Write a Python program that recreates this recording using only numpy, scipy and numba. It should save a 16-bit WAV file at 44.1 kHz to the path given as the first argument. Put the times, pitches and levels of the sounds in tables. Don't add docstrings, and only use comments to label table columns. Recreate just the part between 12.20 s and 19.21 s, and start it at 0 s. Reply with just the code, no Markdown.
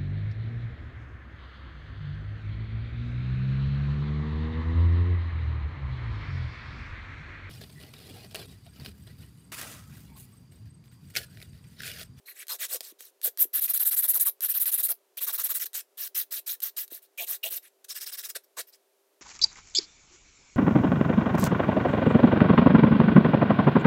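import sys
import numpy as np
from scipy import signal
from scipy.fft import rfft, irfft, next_fast_len
from scipy.io import wavfile
from numba import njit

SR = 44100
rng = np.random.default_rng(int(sys.argv[2]) if len(sys.argv) > 2 else 0)


def dump(signal):
    limited = np.clip(np.atleast_2d(signal).T, -1, 1)
    pcm = np.round(limited * 32767).astype(np.int16)
    wavfile.write(sys.argv[1], SR, pcm)


N = 309141

# (frequency [Hz], level per Hz [dB])
AIR_COLOUR = [(60, -57.5), (200, -26), (290, -18), (390, -7.5), (470, -11), (600, -9.5), (800, -17),
              (1200, -21), (2000, -24), (4000, -25), (7000, -26.5), (14000, -24.5), (16000, -33)]
# (time [s], peak [dB], frequency [Hz], time to the peak [cycles])
FINGER_KNOCKS = [(0.546, -33.5, 530, 1.3), (0.608, -37, 583, 0.47), (0.722, -43.5, 337, 0.47),
                 (0.807, -47, 520, 0.39), (1.057, -36, 604, 1.2), (1.075, -35.5, 478, 1.25),
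                 (1.232, -39, 537, 0.66), (1.251, -35.5, 384, 0.53), (2.092, -37, 550, 0.55),
                 (3.443, -47.5, 417, 0.64), (4.199, -48, 550, 0.56), (4.720, -34, 384, 0.3),
                 (6.160, -44, 530, 0.47)]
# (time [s], peak [dB], dull part relative to the peak [dB])
FILE_TICKS = [(0.2693, -39, -9), (0.2825, -32.5, -4.5), (0.607, -32.5, 0.5), (0.8068, -41, 0.5),
              (1.0155, -41.5, -2), (1.1743, -27.5, -9.5), (2.207, -24.5, -9.5), (2.4568, -27.5, -6),
              (2.9723, -30, -10), (3.084, -31, -7), (3.3059, -23.5, -7), (3.5323, -43, 0.5),
              (3.8767, -36, -8), (3.95, -26, -22), (4.4033, -34, -6), (4.6791, -41.5, -7)]
# (start [s], end [s], frequency [Hz], width [Hz], rms level [dB])
GRIP_SQUEAKS = [(0.046, 0.137, 4160, 400, -58), (0.285, 0.339, 4130, 400, -42.5),
                (0.315, 0.339, 5100, 350, -41.5), (0.42, 0.458, 3400, 400, -45), (2.978, 3, 3370, 500, -44),
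                (4.974, 5.016, 2450, 260, -39.5), (4.991, 5.045, 640, 220, -48),
                (5.229, 5.246, 2770, 350, -31.5), (5.237, 5.28, 647, 218, -45.5),
                (6.366, 6.395, 1070, 352, -48)]
# (frequency [Hz], level [dB])
NAIL_COLOUR = [(200, -26), (450, -22), (850, -16), (1250, -8.5), (1750, -3), (2450, -5.5), (3900, 0.5),
               (4650, -1.5), (7000, -1), (9000, 2), (15500, -4.5)]
# (frequency [Hz], width [Hz], level [dB])
NAIL_MODES = [(1686, 74, -10.5), (2513, 82, -10), (2765, 110, -8), (3520, 210, -12.5), (3940, 266, -15),
              (5780, 525, -13.5), (8000, 180, -8)]
# (name, hiss [Hz], hiss width per pass [Hz], ring at mid-stroke [Hz], ring width [share],
#  ring slide [octaves], ring level [dB], thrum level [dB])
CONTACT_TYPES = [("flat", 13540, 4500, 5900, 0.66, -1.7, -6, -11.5),
                 ("edge", 13900, 6200, 6100, 0.32, -0.29, -7.5, -3.5),
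                 ("graze", 12300, 4200, 2050, 0.75, 0.1, 8, -8),
                 ("brush", 13800, 3600, 5300, 0.28, -0.2, 8.1, 1),
                 ("pressed", 13240, 4200, 9500, 1, -0.48, 0, 1),
                 ("tip push", 12800, 4500, 860, 0.83, -1.9, 4.7, -29),
                 ("tip pull", 14700, 5500, 2130, 0.62, -0.22, 3.3, -3),
                 ("face push", 12840, 4450, 1140, 0.45, -2.2, -1.5, -6),
                 ("face pull", 12760, 5600, 4300, 0.65, 0.5, -11, -7),
                 ("corner push", 14100, 5900, 1080, 1, -0.17, 1.8, -5.5),
                 ("corner pull", 13700, 6500, 920, 0.48, -1, -9.5, -7.5),
                 ("catch", 14100, 5300, 2860, 0.62, 0.089, 7.3, 2),
                 ("side", 14100, 5300, 5240, 0.25, 0.054, 6.1, -14),
                 ("slip", 11000, 6600, 1700, 0.96, 0.4, 3.7, 4.9)]
# (start [s], end [s], lean [dB], swell [power of speed], rasp [dB], hiss [dB], contact name)
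LONE_STROKES = [(0.054, 0.138, -4, 1.1, -51.5, -42, "graze"), (0.131, 0.241, 21, 1.45, -47.5, -46, "graze"),
                (0.287, 0.366, -10, 0.65, -36.5, -36, "tip push"),
                (0.381, 0.473, 7, 2.5, -34.5, -35, "tip pull"),
                (0.479, 0.575, 11, 1.2, -35.5, -30.5, "pressed"),
                (0.623, 0.723, -9, 0.37, -48.5, -45, "flat"), (0.784, 0.908, -10, 0.91, -53, -54, "edge"),
                (1.022, 1.097, -0.5, 2, -36, -19, "pressed"),
                (1.176, 1.255, 3.5, 2.1, -36, -14.5, "pressed"),
                (2.967, 2.999, -5, 1.4, -42.5, -36.5, "catch"), (3.392, 3.447, 2, 0.55, -36.5, -26, "flat"),
                (3.449, 3.472, 10, 1.8, -42, -36, "flat"), (3.537, 3.614, -8, 0.26, -36, -32.5, "flat"),
                (3.771, 3.88, 1.5, 0.53, -39, -29, "flat"), (3.944, 4.042, -14.5, 1.06, -35, -22, "flat"),
                (4.106, 4.202, -2.5, 0.61, -36.5, -28.5, "flat"), (4.26, 4.359, -11, 1, -37, -25.5, "flat"),
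                (4.417, 4.501, -13, 0.42, -37.5, -27.5, "flat"),
                (4.563, 4.654, -17, 0.59, -37.5, -27.5, "flat"), (4.7, 4.796, -8.5, 0.84, -48, -40, "edge"),
                (4.817, 4.87, -16, 0.72, -60.5, -56, "edge"),
                (4.974, 5.05, -3, 0.16, -38.5, -31.5, "catch"), (5.062, 5.175, -4, 1.3, -38, -29.5, "edge"),
                (5.23, 5.292, -9, 0.25, -36, -31, "catch"), (5.3, 5.386, -1, 0.21, -38, -30, "edge"),
                (5.418, 5.487, 4, 1.1, -56.5, -54, "graze"), (5.641, 5.653, 5, 1.4, -51, -64, "edge"),
                (6.146, 6.175, 1, 1.7, -37, -58, "slip"), (6.233, 6.254, -2, 1, -68.5, -61, "brush"),
                (6.364, 6.422, 2, 1.8, -35, -46, "slip"), (6.464, 6.513, -4, 1.5, -63, -53, "brush"),
                (6.521, 6.565, -6, 1, -59.5, -59, "brush")]
RUN_TURNS = {"first face": [1.328, 1.404, 1.471, 1.529, 1.588, 1.644, 1.704, 1.757, 1.817, 1.872, 1.929,
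             1.987, 2.045, 2.103], "second face": [2.212, 2.276, 2.333, 2.39, 2.452, 2.509, 2.571, 2.622,
             2.678, 2.729], "corner": [3.0, 3.061, 3.119, 3.173, 3.228, 3.282, 3.335, 3.39], "side": [5.68,
             5.739, 5.797, 5.853, 5.911, 5.966, 6.022, 6.083, 6.119]}
# (name, swell [power of speed], rasp [dB], accent of odd strokes [dB], hiss [dB], hiss change [dB],
#  ring and thrum change [dB], contact of odd strokes, contact of even strokes)
STROKE_RUNS = [("first face", 0.94, -36.5, 0.6, -18, 1, 8.7, "face push", "face pull"),
               ("second face", 0.77, -37.5, 1, -19.5, -2, 13, "face push", "face pull"),
               ("corner", 0.85, -35.5, -2, -26, 1.2, -1, "corner pull", "corner push"),
               ("side", 1.45, -40, -0.54, -41, 1, 2, "side", "side")]

AIR_DB = -70.5
HUM_HZ, HUM_DB = 394.3, -77
ROOM_T60_S, ROOM_DB = 0.11, -16.5
SETTLE_S = 0.0058
CUTOFF_HZ = 15900
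TURN_REST_S = 0.0012
RUN_LEAN_DB = -2.5
HISS_WIDENING_OCTAVES = 0.5
HISS_PER_ACCENT = -0.4


def from_db(db):
    return 10 ** (np.asarray(db) / 20)


def rms_one(x):
    return x / np.sqrt(np.mean(x ** 2) + 1e-20)


def high_pass(x, order, cutoff_hz):
    return signal.sosfilt(signal.butter(order, cutoff_hz, "high", fs=SR, output="sos"), x)


def drift(rate_hz):
    low_pass = signal.butter(2, rate_hz, fs=SR, output="sos")
    slow = signal.sosfilt(low_pass, rng.standard_normal(N + SR))
    return rms_one(slow[SR:])


def colour(x, table):
    hz, db = np.transpose(table)
    size = next_fast_len(N)
    bins_hz = np.arange(size // 2 + 1) * SR / size + 1
    gain = from_db(np.interp(np.log(bins_hz), np.log(hz), db))
    return irfft(rfft(x, size) * gain, size)[:N]


def resonate(x, hz, width_hz):
    b, a = signal.iirpeak(min(hz, SR / 2 - 1000), hz / width_hz, fs=SR)
    once = signal.lfilter(b, a, x + 1e-18)
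    return signal.lfilter(b, a, once)


@njit
def gliding_resonance(x, tuning, damping):
    out, state1, state2 = np.zeros(len(x)), 0.0, 0.0
    for i in range(len(x)):
        g = tuning[i]
        band = (state1 + g * (x[i] - state2)) / (1 + g * (g + damping))
        low = state2 + g * band
        state1 = 2 * band - state1
        state2 = 2 * low - state2
        out[i] = damping * band
    return out


def background():
    air = from_db(AIR_DB) * rms_one(colour(rng.standard_normal(N), AIR_COLOUR))
    phase = 2 * np.pi * np.cumsum(HUM_HZ + 2.5 * drift(5.7)) / SR
    hum_level = from_db(HUM_DB + 0.5 * drift(2.4)) * np.sqrt(2)
    return air + hum_level * np.sin(phase)


def room(x, table_db=-13, table_s=0.0091):
    age = np.arange(SR // 2) / SR
    near = rng.standard_normal(len(age)) * np.exp(-age / table_s) * (age > .0006)
    tail = rng.standard_normal(len(age)) * from_db(-60 * age / ROOM_T60_S) * (age > .005)
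    echoes = from_db(table_db) * near / np.linalg.norm(near)
    echoes += from_db(ROOM_DB) * tail / np.linalg.norm(tail)
    return x + signal.fftconvolve(x, echoes)[:N]


def knocks(level_db=-3, lowest_hz=260):
    out, age = np.zeros(N), np.arange(SR // 20) / SR
    for time_s, peak_db, hz, cycles in FINGER_KNOCKS:
        rise = hz * age / cycles
        envelope = rise * np.exp(1 - rise)
        span = int(time_s * SR) + np.arange(len(age))
        out[span] += from_db(peak_db) * np.sin(2 * np.pi * hz * age) * envelope
    return from_db(level_db) * high_pass(out, 2, lowest_hz)


def ticks(crack_s=0.00023, decay_s=0.0039, crumble_db=-9, bright_db=2, dull_db=9):
    bright, dull = np.zeros(N), np.zeros(N)
    age = np.arange(SR // 40) / SR
    shape = np.exp(-age / crack_s) + from_db(crumble_db) * np.exp(-age / decay_s)
    for time_s, peak_db, dull_part_db in FILE_TICKS:
        span = int(time_s * SR) + np.arange(len(age))
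        burst = from_db(peak_db) * rng.choice([-1, 1], len(age)) * shape
        bright[span] += burst
        dull[span] += burst * from_db(dull_part_db)
    edge = resonate(bright, 13500, 7000)
    return from_db(bright_db) * edge + from_db(dull_db) * colour(dull, NAIL_COLOUR)


def squeaks(level_db=-1.0):
    out = np.zeros(N)
    for start, end, hz, width_hz, db in GRIP_SQUEAKS:
        span = np.arange(int(start * SR), int(end * SR))
        noise = rng.standard_normal(len(span) + SR // 20)
        mode = resonate(noise, hz, width_hz)[-len(span):]
        faded = mode * signal.windows.tukey(len(span), .5)
        out[span] += from_db(db + level_db) * rms_one(faded)
    return out


def grit(per_s, spread_db, catch_db, catch_hz):
    hits = rng.random(N) < per_s / SR
    sizes = from_db(spread_db * np.minimum(rng.exponential(1, N), 4)) * rng.choice([-1, 1], N)
    clumps = from_db(catch_db * drift(catch_hz))
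    return rms_one(hits * sizes * clumps)


def restless(x, patchy_db, rate_hz):
    size = next_fast_len(N)
    bins_hz, spectrum = np.arange(size // 2 + 1) * SR / size, rfft(x, size)
    centres = np.linspace(np.sqrt(400), np.sqrt(15000), 16) ** 2
    out = np.zeros(N)
    for share in np.eye(len(centres)):
        band = irfft(spectrum * np.interp(bins_hz, centres, share), size)[:N]
        out += band * from_db(patchy_db * drift(rate_hz))
    return rms_one(out)


def strokes():
    contacts = {name: tone for name, *tone in CONTACT_TYPES}
    rows = [(*stroke, 0, 0) for stroke in LONE_STROKES]
    for (name, swell, rasp_db, accent_db, hiss_db, hiss_change_db,
         ring_change_db, odd, even) in STROKE_RUNS:
        turns = RUN_TURNS[name]
        for k, progress in enumerate(np.linspace(-.5, .5, len(turns) - 1)):
            contact, extra_db = (even, 0) if k % 2 else (odd, accent_db)
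            stroke_hiss_db = hiss_db + HISS_PER_ACCENT * extra_db + hiss_change_db * progress
            rows.append((turns[k] + TURN_REST_S, turns[k + 1] - TURN_REST_S, RUN_LEAN_DB, swell,
                         rasp_db + extra_db, stroke_hiss_db, contact,
                         ring_change_db * progress, HISS_WIDENING_OCTAVES * progress))
    for start, end, lean_db, swell, rasp_db, hiss_db, contact, bite_db, widening in rows:
        hiss_hz, hiss_width_hz, ring_hz, ring_width, glide, ring_db, thrum_db = contacts[contact]
        yield (start, end, lean_db, swell, rasp_db, hiss_db, hiss_hz, hiss_width_hz * 2 ** widening,
               ring_hz, ring_width, glide, rasp_db + ring_db + bite_db, rasp_db + thrum_db + bite_db)


def filing(thrum_hz=570, thrum_width_hz=400, glide_widening=0.13, rasp_power=0.48,
           rasp_trim_db=0.0, hiss_trim_db=-1.0, ring_trim_db=-6.5, thrum_trim_db=-5.5):
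    grains = grit(per_s=24000, spread_db=2.0, catch_db=1.5, catch_hz=463)
    crackle = restless(grains, patchy_db=3.5, rate_hz=44)
    judder = from_db(2.1 * drift(120))
    rasp, rings = np.zeros(N), np.zeros(N)
    for (start, end, lean_db, swell, rasp_db, hiss_db, hiss_hz, hiss_width_hz,
         ring_hz, ring_width, glide, ring_db, thrum_db) in strokes():
        length_s = end - start
        span = np.arange(int(start * SR), int(end * SR) + SR // 100)
        travel = np.clip((span / SR - start) / length_s, 0, 1)
        speed = np.abs(np.sin(np.pi * travel)) ** max(swell, .1)
        settled = 1 - np.exp(-travel * length_s / SETTLE_S)
        force = crackle[span] * settled * from_db(lean_db * (travel - .5))
        stroke_scale = np.sqrt(len(span) / SR / length_s)
        fast = rms_one(force * speed) * stroke_scale
        slow = rms_one(force * speed ** rasp_power) * stroke_scale
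        rasp[span] += from_db(rasp_db + rasp_trim_db) * slow
        rings[span] += from_db(hiss_db + hiss_trim_db) * resonate(fast, hiss_hz, hiss_width_hz)
        moving_hz = np.minimum(ring_hz * 2 ** (glide * (travel - .5)), SR / 3)
        tuning = np.tan(np.pi * moving_hz / SR)
        damping = ring_width + abs(glide_widening * glide)
        ring = gliding_resonance(fast * judder[span], tuning, damping)
        ring = gliding_resonance(ring, tuning, damping)
        rings[span] += from_db(ring_db + ring_trim_db) * ring
        rings[span] += from_db(thrum_db + thrum_trim_db) * resonate(slow, thrum_hz, thrum_width_hz)
    scrape = colour(rasp, NAIL_COLOUR) + rings
    modes = sum(from_db(db) * resonate(scrape, hz, 2 * width_hz) for hz, width_hz, db in NAIL_MODES)
    return scrape + modes


def scene(lowest_scrape_hz=300):
    scrape = high_pass(filing() + squeaks() + ticks(), 4, lowest_scrape_hz)
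    return (room(scrape + knocks()) + background())[None]


def record(dry, low_cut_hz=230):
    thin = high_pass(dry, 4, low_cut_hz)
    top_cut = signal.ellip(12, .1, 80, CUTOFF_HZ, fs=SR, output="sos")
    return signal.sosfilt(top_cut, thin)


dry = scene()
out = record(dry)
dump(out)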